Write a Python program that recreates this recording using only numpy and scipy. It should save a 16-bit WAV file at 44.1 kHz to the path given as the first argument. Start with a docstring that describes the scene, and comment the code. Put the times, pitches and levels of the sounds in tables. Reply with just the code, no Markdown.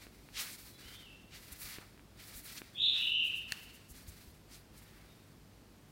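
"""Candy strands and a bird in a hall

Hands pull and fold a skein of fine candy strands in a tray of cornstarch, close to the microphone.
Rubbing and powder hiss are shaped noise; finger ticks and a snapping strand are damped modes; folds are low pulses.
Farther off in an echoing hall with a low hum, a bird whistles faintly and then gives a squeaky two-note call:
nearly pure tones on gliding pitches, the call roughened by a fast trill."""
import sys
import numpy as np
from scipy import signal
from scipy.fft import rfft, irfft, next_fast_len
from scipy.io import wavfile
from scipy.ndimage import map_coordinates

SR = 44100
rng = np.random.default_rng(int(sys.argv[2]) if len(sys.argv) > 2 else 0)


def wav_record(signal):
    """Record a signal, one row per channel, as 16-bit PCM in the file named by sys.argv[1]."""
    frames = np.transpose(np.atleast_2d(signal))
    bounded = np.clip(frames, -1, 1)
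    # unit amplitude maps onto the largest positive 16-bit level
    quanta = np.round(bounded * 32767).astype(np.int16)
    wavfile.write(sys.argv[1], SR, quanta)


N = 260631  # length [samples]
TIME = np.arange(N) / SR  # [s]

# Steady air noise of the hall, relative spectrum: (frequency [Hz], density [dB per Hz])
AIR_SPECTRUM = [(15, -24), (30, -15.5), (52, 3), (75, -8.5), (150, -5), (290, -8.5), (500, -16),
                (1000, -21.5), (2000, -25), (3700, -27.5), (4900, -27.5), (6200, -31), (15800, -35)]
# Partials of the mains hum: (frequency [Hz], rms level [dB])
HUM_PARTIALS = [(100, -68), (150, -77), (205, -82)]
# Reverberation of the hall: (frequency [Hz], time to fall 60 dB [s])
HALL_DECAY = [(300, 1), (3000, 0.94), (6000, 0.91), (14000, 0.2)]

# Pulls along the skein: (up to speed at [s], length [s], rubbing in the grip at that time [dB],
# powder hiss at its own start [dB], gain or loss of speed [dB per s])
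PULLS = [(0.015, 0.026, -57.5, -61, -10), (0.126, 0.21, -66.5, -66.5, -24), (0.39, 0.15, -44.5, -43, -82),
         (0.583, 0.15, -63, -55, -36), (0.793, 0.15, -58.5, -61, 12), (0.986, 0.031, -60, -65, -20),
         (1.055, 0.16, -68.5, -76, -17), (1.342, 0.22, -62, -60, 13), (1.618, 0.13, -54, -50.5, -2),
         (1.795, 0.22, -59.5, -62, -95), (2.195, 0.19, -59, -57, 7), (2.455, 0.12, -58, -53.5, 24),
         (2.636, .12, -62, -68, -31), (2.82, 0.13, -69, -69.5, 20), (2.975, 0.12, -60, -60, 0),
         (3.239, 0.18, -64.5, -67, 18), (3.499, 0.15, -56.5, -57, -33), (3.68, .16, -62, -67, -26),
         (3.952, 0.081, -62, -60, -24), (4.07, 0.15, -64, -61, -7), (4.215, 0.15, -69.5, -64, -34),
         (4.517, 0.066, -62.5, -60, -36), (4.747, .57, -68, -66, -18.5)]
# Strands rubbing, relative spectrum: (frequency [Hz], density [dB per Hz])
RUB_SPECTRUM = [(200, -22), (600, -9.5), (1100, -9.5), (1350, -2.5), (1750, -0.5), (2250, 2), (3050, -6),
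                (3600, -2.5), (4400, -1), (5300, -5), (6600, -11), (9000, -10.5), (16000, -28)]
# Starch hissing, relative spectrum: (frequency [Hz], density [dB per Hz])
POWDER_SPECTRUM = [(500, -17.5), (1200, -8), (2300, -6), (3050, -9), (4400, 0), (6500, -5.5), (9000, -3.5),
                   (12000, -3), (15500, -3)]
# Finger ticks, before softening: (time [s], level [dB], low knock relative to the tick [dB])
TICKS = [(0.068, -42, 0), (.2885, -42.5, -30), (1.785, -35, -0.5), (1.977, -47, -12), (1.995, -44, -17),
         (2.618, -33.5, -4.5)]
# Modes of a finger tick: (frequency [Hz], relative level [dB], time to fall 60 dB [s])
FINGER_MODES = [(850, -5, 0.002), (1650, -6.5, 0.006), (2400, -1.5, 0.0037)]
# Brief slips of the skein: (time of the peak [s], level [dB], half length [s], centre frequency [Hz])
SLIPS = [(0.393, -41, 0.027, 3130), (0.412, -44, 0.019, 8500), (0.524, -51.5, 0.023, 7500),
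         (1.352, -53.5, 0.025, 2900), (1.528, -48.5, 0.0082, 10000), (1.623, -46.5, 0.023, 14100),
         (1.52, -61, 0.022, 2000), (1.75, -54, 0.024, 2270), (1.82, -59, 0.028, 1190),
         (2.209, -58.5, .02, 2780), (2.283, -55.5, 0.016, 12000), (2.377, -49, 0.02, 12000),
         (2.458, -51.5, 0.017, 13000), (2.498, -54.5, .018, 2800), (2.58, -45, 0.0071, 3460),
         (2.98, -50.5, 0.029, 2680), (3.269, -57, 0.023, 10000), (3.372, -57, .019, 10000),
         (3.556, -60, 0.028, 1800), (3.636, -61, .014, 11000), (3.752, -59, 0.013, 10000),
         (3.909, -55.5, 0.014, 9600), (3.966, -60.5, 0.019, 7000), (4.09, -53.5, .009, 8850),
         (4.541, -57, 0.022, 4930), (4.783, -59.5, 0.012, 8450), (4.833, -63.5, .011, 11000),
         (4.948, -67.5, 0.16, 1580)]

# Faint whistles of the bird, levels at the source:
# (loudest at [s], rise [s], fall [s], level [dB], opening [Hz], middle [Hz], closing pitch [Hz])
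WHISTLES = [(0.745, 0.021, 0.082, -61.5, 3340, 3444, 3450), (0.746, 0.021, .03, -59, 3820, 3930, 4070),
            (0.885, 0.063, 0.022, -53, 2850, 3190, 3120), (0.945, .06, 0.048, -58, 3620, 3456, 3580),
            (0.975, .08, .04, -64, 3580, 3670, 3680), (0.957, .02, 0.052, -55, 3320, 3194, 2980),
            (1.053, 0.0354, .04, -54, 3010, 2884, 2475), (1.13, .045, 0.051, -58, 2570, 2754, 2730),
            (5.105, .035, .08, -67, 3650, 3740, 3660)]
# Rising high note of the call, level at the source: (time [s], pitch [Hz], level [dB], trill depth [Hz])
HIGH_NOTE = [(2.745, 3400, -48, 50.3), (2.772, 3395, -39, 116), (2.79, 3482, -32.5, 181),
             (2.82, 3597, -24, 231), (2.875, 3686, -29.5, 255), (2.905, 3608, -29.5, 255),
             (3.0, 3723, -38.5, 167), (3.14, 3780, -64, 140)]
# Arching low note of the call, level at the source: (time [s], pitch [Hz], level [dB], trill depth [Hz])
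LOW_NOTE = [(2.76, 2753, -48.5, 226.6), (2.83, 2933, -39, 290), (2.93, 2826, -47.5, 290),
            (2.98, 2743, -34.5, 187), (3.05, 2906, -30, 170), (3.18, 2860, -29, 170),
            (3.25, 2745, -35.5, 168), (3.34, 2737, -48, 120)]

# Folds landing in the starch: (time [s], level [dB], frequency [Hz])
FOLDS = [(0.854, -49.5, 60), (1.519, -47.5, 70.5), (1.639, -51.5, 49.5), (2.35, -49, 48.7),
         (3.908, -47, 60), (4.08, -41.5, 77.4), (4.276, -49.5, 66)]
# Quick steps in which one strand tears: (time [s], level [dB])
TEAR_STEPS = [(3.5215, -20.5), (3.5220, -29.5), (3.5224, -22)]
# Modes of each small tear: (frequency [Hz], relative level [dB], time to fall 60 dB [s])
TEAR_MODES = [(4440, -0.5, 0.002), (6440, -6.5, 0.0023), (8320, -9, 0.0037), (13800, -15, .002)]
# Modes of the freed strand: (frequency [Hz], level [dB], rise time [s])
STRAND_MODES = [(1820, -25.5, 0.00059), (2670, -33.5, 0.0012), (4410, -33, 0.00026)]


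def amp(db):
    """Logarithmic level: 20 dB is a factor of ten in amplitude."""
    return 10 ** (np.asarray(db) / 20)


def unit(x):
    """Normalization: scale a signal to rms 1."""
    return x / np.sqrt(np.mean(x ** 2) + 1e-20)


def along(points, hz):
    """Logarithmic frequency scale: interpolate (frequency, value) points on it."""
    f, v = np.transpose(points)
    return np.interp(np.log(hz + 1), np.log(f + 1), v)


def wobble(rate):
    """Band-limited fluctuation: a smooth curve through random knots, rate of them per second."""
    knots = rng.standard_normal(int(N * rate / SR) + 4)
    return map_coordinates(knots, [TIME * rate])


def filtered(x, response):
    """Linear filtering: multiply the spectrum by a response of frequency."""
    m = next_fast_len(N + SR // 2)
    hz = np.fft.rfftfreq(m, 1 / SR)
    return irfft(rfft(x, m) * response(hz), m)[:N]


def coloured(x, spectrum):
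    """Spectral shaping: weight a signal by a tabulated spectrum, at rms 1."""
    return unit(filtered(x, lambda hz: amp(along(spectrum, hz))))


def grit(spread_db):
    """Stochastic friction: countless tiny slips, each of a random size."""
    sizes = amp(spread_db * rng.standard_normal(N))
    return rng.standard_normal(N) * sizes


def ring(modes):
    """Modal decay: one contact excites sinusoids that each die exponentially."""
    t = np.arange(SR // 10) / SR
    return sum(amp(db - 60 * t / t60) * np.sin(2 * np.pi * hz * t) for hz, db, t60 in modes)


def add(track, s, sound):
    """Superposition: mix a sound into the track at time s."""
    part = track[round(s * SR):][:len(sound)]
    part += sound[:len(part)]


def background(air_rms_db=-59.5):
    """Stationary noise: rumble and hiss of the hall, plus a mains hum with slightly wandering phases."""
    air = amp(air_rms_db) * coloured(rng.standard_normal(N), AIR_SPECTRUM)
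    hum = np.zeros(N)
    for hz, rms_db in HUM_PARTIALS:
        phase = 2 * np.pi * hz * TIME + 0.21 * wobble(3.4)
        hum += np.sqrt(2) * amp(rms_db) * np.sin(phase)
    return air + hum


def hall(x):
    """Diffuse reverberation: convolve with a noise tail whose frequencies each decay at their own speed."""
    hz, t, z = signal.stft(rng.standard_normal(SR + SR // 2), SR, nperseg=256)
    decay = amp(-60 * t / along(HALL_DECAY, hz)[:, None])
    tail = signal.istft(z * decay, SR, nperseg=256)[1]
    return signal.fftconvolve(x, tail / np.linalg.norm(tail))[:N]  # tail of unit energy


def pull_gain(start, length, slope_db):
    """Exponential envelope: a pull takes hold, speeds up or slackens steadily, and lets go."""
    attack_db_per_s, release_db_per_s = 394, 305
    t = TIME - start
    steady = slope_db * np.clip(t, 0, length)
    attack = attack_db_per_s * np.minimum(t, 0)
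    release = release_db_per_s * np.maximum(t - length, 0)
    return amp(steady + attack - release)


def swishes(powder_lag_s=0.0071):
    """Sliding friction: strands rub in the grip and the starch hisses just after, under one uneven drag."""
    rub_power, powder_power = np.zeros((2, N))
    for start, length, rub_db, powder_db, slope_db in PULLS:
        # overlapping pulls add in power
        rub_power += (amp(rub_db) * pull_gain(start, length, slope_db)) ** 2
        powder_power += (amp(powder_db) * pull_gain(start + powder_lag_s, length, slope_db)) ** 2
    drag = amp(1.46 * wobble(70))
    rub = np.sqrt(rub_power) * coloured(grit(spread_db=2.0), RUB_SPECTRUM)
    powder = np.sqrt(powder_power) * coloured(grit(spread_db=3.0), POWDER_SPECTRUM)
    return drag * (rub + powder)


def ticks(soft_hz=3500):
    """Catch and release: fingers excite a tick and a small tray knock, low-passed by the soft skin."""
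    out = np.zeros(N)
    knock = ring([(382, 0.014, 0.01)])  # frequency [Hz], level [dB], time to fall 60 dB [s]
    for s, db, knock_db in TICKS:
        add(out, s, amp(db) * (ring(FINGER_MODES) + amp(knock_db) * knock))
    return signal.sosfilt(signal.butter(4, soft_hz, fs=SR, output="sos"), out)


def slips(octaves=0.89):
    """Band-limited friction: each brief slip is a swell of hiss with its own brightness."""
    out = np.zeros(N)
    for s, db, half_s, centre_hz in SLIPS:
        def band(hz):
            """Gaussian resonance: a bell on the octave scale."""
            return np.exp(-0.5 * (np.log2((hz + 1) / centre_hz) / octaves) ** 2)
        swell = np.exp(-0.5 * ((TIME - s) / half_s) ** 2)
        out += amp(db) * swell * unit(filtered(grit(spread_db=2.5), band))
    return out


def tone(pitch, overtone_db=-39):
    """Phase integration: the bird's nearly pure voice on a moving pitch, with a weak second harmonic."""
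    phase = 2 * np.pi * np.cumsum(pitch) / SR
    return np.sin(phase) + amp(overtone_db) * np.sin(2 * phase)


def gate(start, end, edge_s=0.0056):
    """Gradual onset: linear edges open and close a note without a click."""
    return np.clip(np.minimum(TIME - start, end - TIME) / edge_s, 0, 1)


def whistles(waver_hz=18, flutter_db=2.5, edge_db=8):
    """Frequency glide: each soft whistle swells and fades while it slides through three pitches."""
    out = np.zeros(N)
    waver = waver_hz * wobble(150)
    for s, rise, fall, db, *slide_hz in WHISTLES:
        progress = np.interp(TIME, [s - rise, s, s + fall], [-1, 0, 1])
        swell = gate(s - rise, s + fall) * amp(db - edge_db * np.abs(progress))
        pitch = np.interp(progress, [-1, 0, 1], slide_hz)
        out += swell * tone(pitch + waver)
    return out * amp(flutter_db * wobble(101.5))


def squeak(note, trill_hz=105, rough=0.28, flutter_db=1.5):
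    """Frequency modulation: a fast uneven trill makes a whistled note squeaky."""
    s, *columns = np.transpose(note)
    pitch, db, depth = (np.interp(TIME, s, column) for column in columns)
    trill_rate = trill_hz * (1 + 0.25 * wobble(120))
    trill = np.sin(2 * np.pi * np.cumsum(trill_rate) / SR) + rough * wobble(2 * trill_hz)
    level = amp(db + flutter_db * wobble(trill_hz))
    return gate(s[0], s[-1]) * level * tone(pitch + depth * trill)


def bird(direct_db=-4.5, echo_db=-3):
    """Direct and reverberant field: faint whistles and a two-note call, heard mostly through the hall."""
    song = whistles() + squeak(HIGH_NOTE) + squeak(LOW_NOTE)
    return amp(direct_db) * song + amp(echo_db) * hall(song)


def thumps(cycles=0.42):
    """Heavily damped impulse: a soft fold pushes once on the powder bed, with hardly any ring."""
    out, t = np.zeros(N), np.arange(SR // 5) / SR
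    for s, db, hz in FOLDS:
        u = t * hz / cycles  # the envelope peaks at u = 1
        add(out, s, -amp(db) * u * np.exp(1 - u) * np.sin(2 * np.pi * hz * t))
    return out


def snap():
    """Brittle fracture: a hardened strand cracks in bright steps; its freed end swings up and soon dies."""
    out, t = np.zeros(N), np.arange(SR // 20) / SR
    for s, db in TEAR_STEPS:
        add(out, s, amp(db) * ring(TEAR_MODES))
    swing = np.zeros(len(t))
    for hz, db, rise in STRAND_MODES:
        envelope = t / rise * np.exp(1 - t / rise)
        swing += amp(db) * envelope * np.sin(2 * np.pi * hz * t)
    add(out, np.mean([s for s, db in TEAR_STEPS]), swing)
    return out


def scene(hands_echo_db=-23.5):
    """Superposition of near and far: the hands are close and nearly dry, the bird is far."""
    hands = swishes() + slips() + ticks() + snap() + thumps()
    return (hands + amp(hands_echo_db) * hall(hands) + bird() + background())[None]


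def record(dry, top_hz=15850):
    """Band limitation: the recorder keeps nothing above its top frequency."""
    return np.array([filtered(channel, lambda hz: hz < top_hz) for channel in dry])


dry = scene()
out = record(dry)
wav_record(out)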